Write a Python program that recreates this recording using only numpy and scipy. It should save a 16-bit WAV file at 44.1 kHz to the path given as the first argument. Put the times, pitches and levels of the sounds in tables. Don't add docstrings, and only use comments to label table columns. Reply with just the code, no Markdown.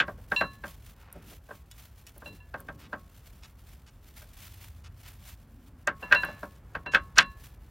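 import sys
import numpy as np
from scipy import signal
from scipy.io import wavfile

SR = 44100
rng = np.random.default_rng(int(sys.argv[2]) if len(sys.argv) > 2 else 0)


def log_audio(samples):
    frames = np.atleast_2d(samples).T
    limited = np.clip(frames, -1, 1)
    pcm = np.round(limited * 32767).astype(np.int16)
    wavfile.write(sys.argv[1], SR, pcm)


N = 339570
TIME = np.arange(N) / SR
AGE = TIME[:SR]
EDGES = 22 * 2 ** (np.arange(30) / 3)
CENTRES = np.sqrt(EDGES[1:] * EDGES[:-1])

# time in seconds, level in dB.
RUMBLE_LEVEL = [(0, -47.5), (1.3, -53.5), (2.9, -51.5), (3.8, -52), (4.8, -51.5), (5.6, -51.5), (7.0, -47),
                (7.7, -50)]
# frequency in Hz, density in dB per Hz.
AIR_SPECTRUM = [(25, -18.5), (45, 1.5), (85, -3), (140, -13), (220, -19.5), (400, -27.5), (700, -30),
                (1500, -34), (4000, -55.5), (14000, -61.5)]
# start in seconds, length in seconds, level in dB, centre in Hz.
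TRAFFIC_DRONES = [(4.4, 0.96, -50.5, 85.6), (5.398, .47, -60.5, 245)]
# frequency in Hz, density in dB per Hz.
CLOTH_SPECTRUM = [(700, -3.5), (2900, 0.5), (4200, -3.5), (6000, -5), (8500, -7.5), (12800, -3.5),
                  (15500, -5)]
# frequency in Hz, likeness from 0 to 1.
EAR_LIKENESS = [(2500, 1.0), (5000, 0.99), (8000, 0.27), (14000, .76)]
# middle in seconds, length in seconds, level in dB.
CLOTH_STROKES = [(0.37, 0.089, -51.5), (0.541, 0.028, -61), (0.68, 0.057, -54.5), (1.28, 0.087, -60),
                 (1.819, 0.065, -57.5), (2.25, 0.24, -67), (3.26, 0.29, -63.5), (4.533, 0.29, -60.5),
                 (5.088, 0.16, -56.5), (5.291, 0.066, -56.5), (6.026, 0.058, -54), (6.3, 0.34, -59.5),
                 (7.462, 0.16, -62)]
# time in seconds, level in dB.
FIDGET_LEVEL = [(0, -70.5), (0.9, -65.5), (2.1, -67.5), (3.7, -70.5), (4.3, -63.5), (5.5, -71),
                (6.4, -73.5), (6.7, -73.5), (7.7, -68.5)]
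# start in seconds, length in seconds, level in dB.
PAD_SLIDES = [(0.945, 0.34, -61), (1.711, 0.011, -46), (2.065, .012, -48.5), (2.784, 0.097, -57),
              (3.423, 0.042, -53), (3.862, 0.04, -56.5), (4.837, 0.048, -54), (5.029, .068, -57),
              (5.992, 0.42, -52.5), (6.25, 0.089, -58), (6.551, 0.017, -63), (6.724, 0.033, -70),
              (6.915, 0.046, -44.5), (7.157, 0.076, -36)]
# start in seconds, length in seconds, level in dB.
PAD_SHOVES = [(1.128, .28, -58), (2.251, 0.11, -54), (2.568, 0.43, -58)]
# start in seconds, level in dB, centre in Hz.
CLIP_SNAPS = [(1.126, -44.5, 10900), (2.179, -52, 12700), (2.603, -49, 12000), (5.872, -33.5, 6530),
              (6.248, -46, 11700), (7.182, -15.5, 5400)]
# start in seconds, level in dB, tilt in dB per octave,
# share of the free ring time that the grip leaves, build-up in seconds at 1 kHz.
PAD_CLINKS = [(0.362, -19.5, -1.5, .9, 0.0019), (2.258, -39, 0, 0.84, 0.0023),
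              (2.401, -50.5, -17, .6, .004), (6.027, -34.5, -20, 0.72, .003),
              (6.148, -15, -10, 0.75, 0.021), (6.252, -37, -2, 1.0, 0.0016),
              (6.862, -31.5, -13, 0.92, 0.0074), (6.95, -41.5, -14.5, 0.71, .002),
              (7.182, -27, -8, 0.9, .002)]
# frequency in Hz, relative level in dB, free ring time T60 in seconds.
PAD_MODES = [(995, -20, .33), (1720, -21, .66), (2727, 0, .25), (3009, -16, .08), (3461, -18, .09),
             (4023, -9, .35), (5565, -27, .17), (7335, -28, .18)]
# start in seconds, level in dB, contact brightness in Hz.
PAD_KNOCKS = [(0.000, -20, 2780), (0.079, -35, 1060), (0.181, -55.5, 910), (0.317, -24.5, 1290),
              (0.409, -23, 1280), (0.637, -36.5, 1510), (1.152, -48, 520), (1.312, -56, 900),
              (1.488, -49.5, 1200), (1.507, -41, 1320), (2.161, -56, 890), (2.219, -47.5, 1300),
              (2.256, -48, 1100), (2.540, -34.5, 1460), (2.596, -52.5, 1500), (2.685, -38.5, 1770),
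              (2.929, -32.5, 1340), (4.217, -55, 1940), (5.874, -22.5, 1738), (6.024, -40.5, 1100),
              (6.123, -13.5, 2330), (6.146, -25, 2350), (6.232, -27, 1820), (6.283, -40, 1170),
              (6.429, -35.5, 1060), (6.750, -31.5, 1683), (6.86, -37, 1413), (6.946, -15, 2497),
              (7.184, -11, 3840)]
# frequency in Hz, relative level in dB, T60 in seconds.
BRACKET_MODES = [(168, -30, .17), (248, -35, .15), (298, -28, .17), (554, -25, .15), (590, -22, .14),
                 (765, -25, .12), (922, -24, .11), (1022, -21, .11), (1094, -23, .35), (1195, -22, .13),
                 (1306, -26, .2), (1371, -15, .07), (1455, -12, .07), (1510, -12, .085), (1583, -4.5, .075),
                 (1652, -11, .075), (1824, -7, .065), (1938, -13, .075), (2238, -11, .055),
                 (2581, -4, .055), (2660, -12, .06), (2950, -12, .075), (3052, -14, .06), (3461, -17, .1),
                 (3860, -16, .045), (5650, -15, .04), (6950, -7, .06)]
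# frequency in Hz, density in dB per Hz.
BODY_SPECTRUM = [(100, -28.5), (170, -16.5), (350, -20.5), (560, -7), (800, -13.5), (1150, -5), (1650, -1),
                 (2200, -7.5), (3000, -2.5), (4500, -4), (7000, -21), (10000, -23), (15000, -26)]
# frequency in Hz, T60 in seconds.
BODY_DECAY = [(150, 0.42), (500, .11), (1500, 0.11), (4000, .055), (12000, 0.045)]

SLIDE_HZ, SLIDE_FALL = 1940, .45
SHOVE_HZ = 157
REFERENCE_DB, THUD_DB, THUD_LOSS = -30, 6, 0.5
JAR_KNOCK_DB, JAR_CLINK_DB, JAR_GROWTH, JAR_HZ = -23, -24, 1.22, 3930
LEAD_IN_S, LEAD_IN_DB = .005, -19.5
HEAVY_DB = -18
CORNER_LEAD_S, CORNER_DB, CORNER_DULLING = .011, -13, 0.65
EMPHASIS_HZ = 1600
CUTOFF_HZ = 15900


def from_db(db):
    return 10 ** (np.asarray(db) / 20)


def rms(x):
    return np.sqrt(np.mean(x ** 2) + 1e-20)


def in_time(rows):
    return np.interp(TIME, *np.transpose(rows))


def at_hz(points, hz):
    table_hz, values = np.transpose(points)
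    return np.interp(np.log(hz), np.log(table_hz), values)


def add(out, s, sound):
    start = max(0, round(s * SR))
    out[start:start + len(sound)] += sound[:N - start]


def drift(rate):
    knots = np.arange(0, TIME[-1] + 1, 1 / max(rate, 1))
    return np.interp(TIME, knots, rng.standard_normal(len(knots)))


def noise_bands(size):
    white = rng.standard_normal((2, size))
    bands = []
    for k in range(len(CENTRES)):
        band_pass = signal.butter(2, EDGES[k:k + 2], "band", fs=SR, output="sos")
        bands.append(signal.sosfilt(band_pass, white[k % 2]))
    return np.array(bands)


def around(x, hz, spread):
    ratio = max(spread, 1.1)
    limits = [min(hz / ratio, SR / 3), min(hz * ratio, .45 * SR)]
    return signal.sosfilt(signal.butter(2, limits, "band", fs=SR, output="sos"), x)


def dying(t60):
    return np.exp(-np.log(1000) * AGE / np.reshape(t60, (-1, 1)))


def swell(hz, rise_s):
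    rise = rise_s * np.sqrt(1000 / hz[:, None])
    return 1 - np.exp(-(AGE / rise) ** 2)


def ringing(hz):
    return np.sin(2 * np.pi * hz[:, None] * AGE)


def stroke(length):
    return np.sqrt(np.abs(np.sin(np.pi * np.minimum(AGE / length, 1))))


def outdoors(low_cut_hz=38):
    air = from_db(at_hz(AIR_SPECTRUM, CENTRES)) @ noise_bands(N)
    air = signal.sosfilt(signal.butter(4, low_cut_hz, "high", fs=SR, output="sos"), air)
    out = from_db(in_time(RUMBLE_LEVEL)) * air / rms(air)
    for s, length, db, hz in TRAFFIC_DRONES:
        drone = around(rng.standard_normal(2 * SR), hz, spread=1.135)[SR:]
        add(out, s, from_db(db) * stroke(length) * drone / rms(drone))
    return out


def gloves(fidget_db=1.0, uneven_db=4.5, grain_db=3.0):
    colour = from_db(at_hz(CLOTH_SPECTRUM, CENTRES)) * (CENTRES > 600)
    alike = np.clip(at_hz(EAR_LIKENESS, CENTRES), 0, 1)
    mid = colour @ noise_bands(N)
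    side = (colour * np.sqrt((1 - alike) / (1 + alike))) @ noise_bands(N)
    fingers = from_db(in_time(FIDGET_LEVEL) + fidget_db * drift(9.8))
    power = fingers ** 2
    for middle, length, db in CLOTH_STROKES:
        power = power + from_db(db) ** 2 * np.exp(-(2 * (TIME - middle) / length) ** 2)
    catching = from_db(uneven_db * drift(22) + grain_db * drift(200))
    ears = mid + side * [[1], [-1]]
    return np.sqrt(power) * catching * ears / rms(mid)


def scrapes(grit_db=3.0, ring_db=-4, slips_per_s=4000):
    out = np.zeros(N)
    hz, _, t60 = np.transpose(BRACKET_MODES)
    bracket = (dying(t60) * ringing(hz) / np.sqrt(t60[:, None])).sum(0)
    slides = [(s, length, db, SLIDE_HZ * (10 * length) ** -SLIDE_FALL) for s, length, db in PAD_SLIDES]
    shoves = [(*shove, SHOVE_HZ) for shove in PAD_SHOVES]
    for s, length, db, centre_hz in slides + shoves:
        happens = rng.random(SR) < slips_per_s / SR
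        slips = happens * rng.standard_normal(SR) * from_db(grit_db * rng.standard_normal(SR))
        grit = around(slips + 1e-18, centre_hz, spread=2.18)
        grit = stroke(length) * grit / rms(grit)
        singing = signal.fftconvolve(grit, bracket)[:SR]
        singing = singing * rms(grit) / rms(singing)
        scrape = (grit + from_db(ring_db) * singing) / np.hypot(1, from_db(ring_db))
        add(out, s, from_db(db) * scrape)
    return out


def jarred(blows, jar_db):
    return [(s, REFERENCE_DB + jar_db + JAR_GROWTH * (db - REFERENCE_DB), JAR_HZ) for s, db, *_ in blows]


def snaps(t60=0.012, tail_db=-22, tail_t60=0.055, rise_s=0.00047,
          splash_db=-13, splash_hz=12800, splash_limit_db=-37):
    out = np.zeros(N)
    decay = (dying(t60) + from_db(tail_db) * dying(tail_t60))[0]
    fade = decay * (1 - np.exp(-AGE / rise_s))
    onset = slice(0, SR // 200)
    for s, db, hz in CLIP_SNAPS + jarred(PAD_KNOCKS, JAR_KNOCK_DB) + jarred(PAD_CLINKS, JAR_CLINK_DB):
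        burst = rng.standard_normal(SR) * fade
        crack = around(burst, hz, spread=1.176)
        splash = around(burst, splash_hz, spread=1.2)
        add(out, s, from_db(db) * crack / rms(crack[onset]))
        add(out, s, from_db(min(db + splash_db, splash_limit_db)) * splash / rms(splash[onset]))
    return out


def clinks():
    out = np.zeros(N)
    hz, mode_db, t60 = np.transpose(PAD_MODES)
    tones = ringing(hz)
    octaves = np.log2(np.maximum(hz, 1700) / 2700)
    for s, db, tilt_db, freedom, rise_s in PAD_CLINKS:
        strength = from_db(db + mode_db + tilt_db * octaves)
        add(out, s, strength @ (tones * swell(hz, rise_s) * dying(t60 * freedom)))
    return out


def contact(hz, bright_hz, thud_db, steep=3.04, weight_hz=1080):
    bass = from_db(thud_db / (1 + (hz / weight_hz) ** 6))
    return bass / np.sqrt(1 + (hz / bright_hz) ** (2 * steep))


def knocks(rise_s=0.0024, scatter_db=1.0, tail_db=-36, tail_t60=0.21, modes_db=-10,
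           emphasis_peak_db=6.5, bass_limit_db=19):
    out = np.zeros(N)
    onset = slice(0, SR // 60)
    hz, mode_db, t60 = np.transpose(BRACKET_MODES)
    rings = dying(t60) * swell(hz, rise_s) * ringing(hz)
    decay = dying(at_hz(BODY_DECAY, CENTRES)) + from_db(tail_db) * dying(tail_t60)
    fade = decay * swell(CENTRES, rise_s)
    bands = noise_bands(N)
    body_gain = from_db(at_hz(BODY_SPECTRUM, CENTRES))
    emphasis_db = emphasis_peak_db * np.exp(-(np.log2(hz / EMPHASIS_HZ) / 0.14) ** 2)
    corners = [(s - CORNER_LEAD_S, db + CORNER_DB, bright_hz * CORNER_DULLING)
               for s, db, bright_hz in PAD_KNOCKS if db > HEAVY_DB]
    for s, db, bright_hz in PAD_KNOCKS + corners:
        thud_db = min(THUD_DB - THUD_LOSS * (db - REFERENCE_DB), bass_limit_db)
        start = rng.integers(SR // 10, N - SR)
        body = (body_gain * contact(CENTRES, bright_hz, thud_db)) @ (bands[:, start:start + SR] * fade)
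        strength = from_db(modes_db + mode_db + emphasis_db + scatter_db * rng.standard_normal(len(hz)))
        strength = strength * rng.choice([-1, 1], len(hz))
        blow = body + (strength * contact(hz, bright_hz, thud_db)) @ rings
        blow = from_db(db) * blow / rms(blow[onset])
        add(out, s - LEAD_IN_S, from_db(LEAD_IN_DB) * blow)
        add(out, s, blow)
    return out


def scene():
    return outdoors() + gloves() + scrapes() + snaps() + clinks() + knocks()


def record(dry):
    rounded = dry / (1 + dry ** 6) ** (1 / 6)
    return signal.sosfilt(signal.ellip(10, .2, 80, CUTOFF_HZ, fs=SR, output="sos"), rounded)


dry = scene()
out = record(dry)
log_audio(out)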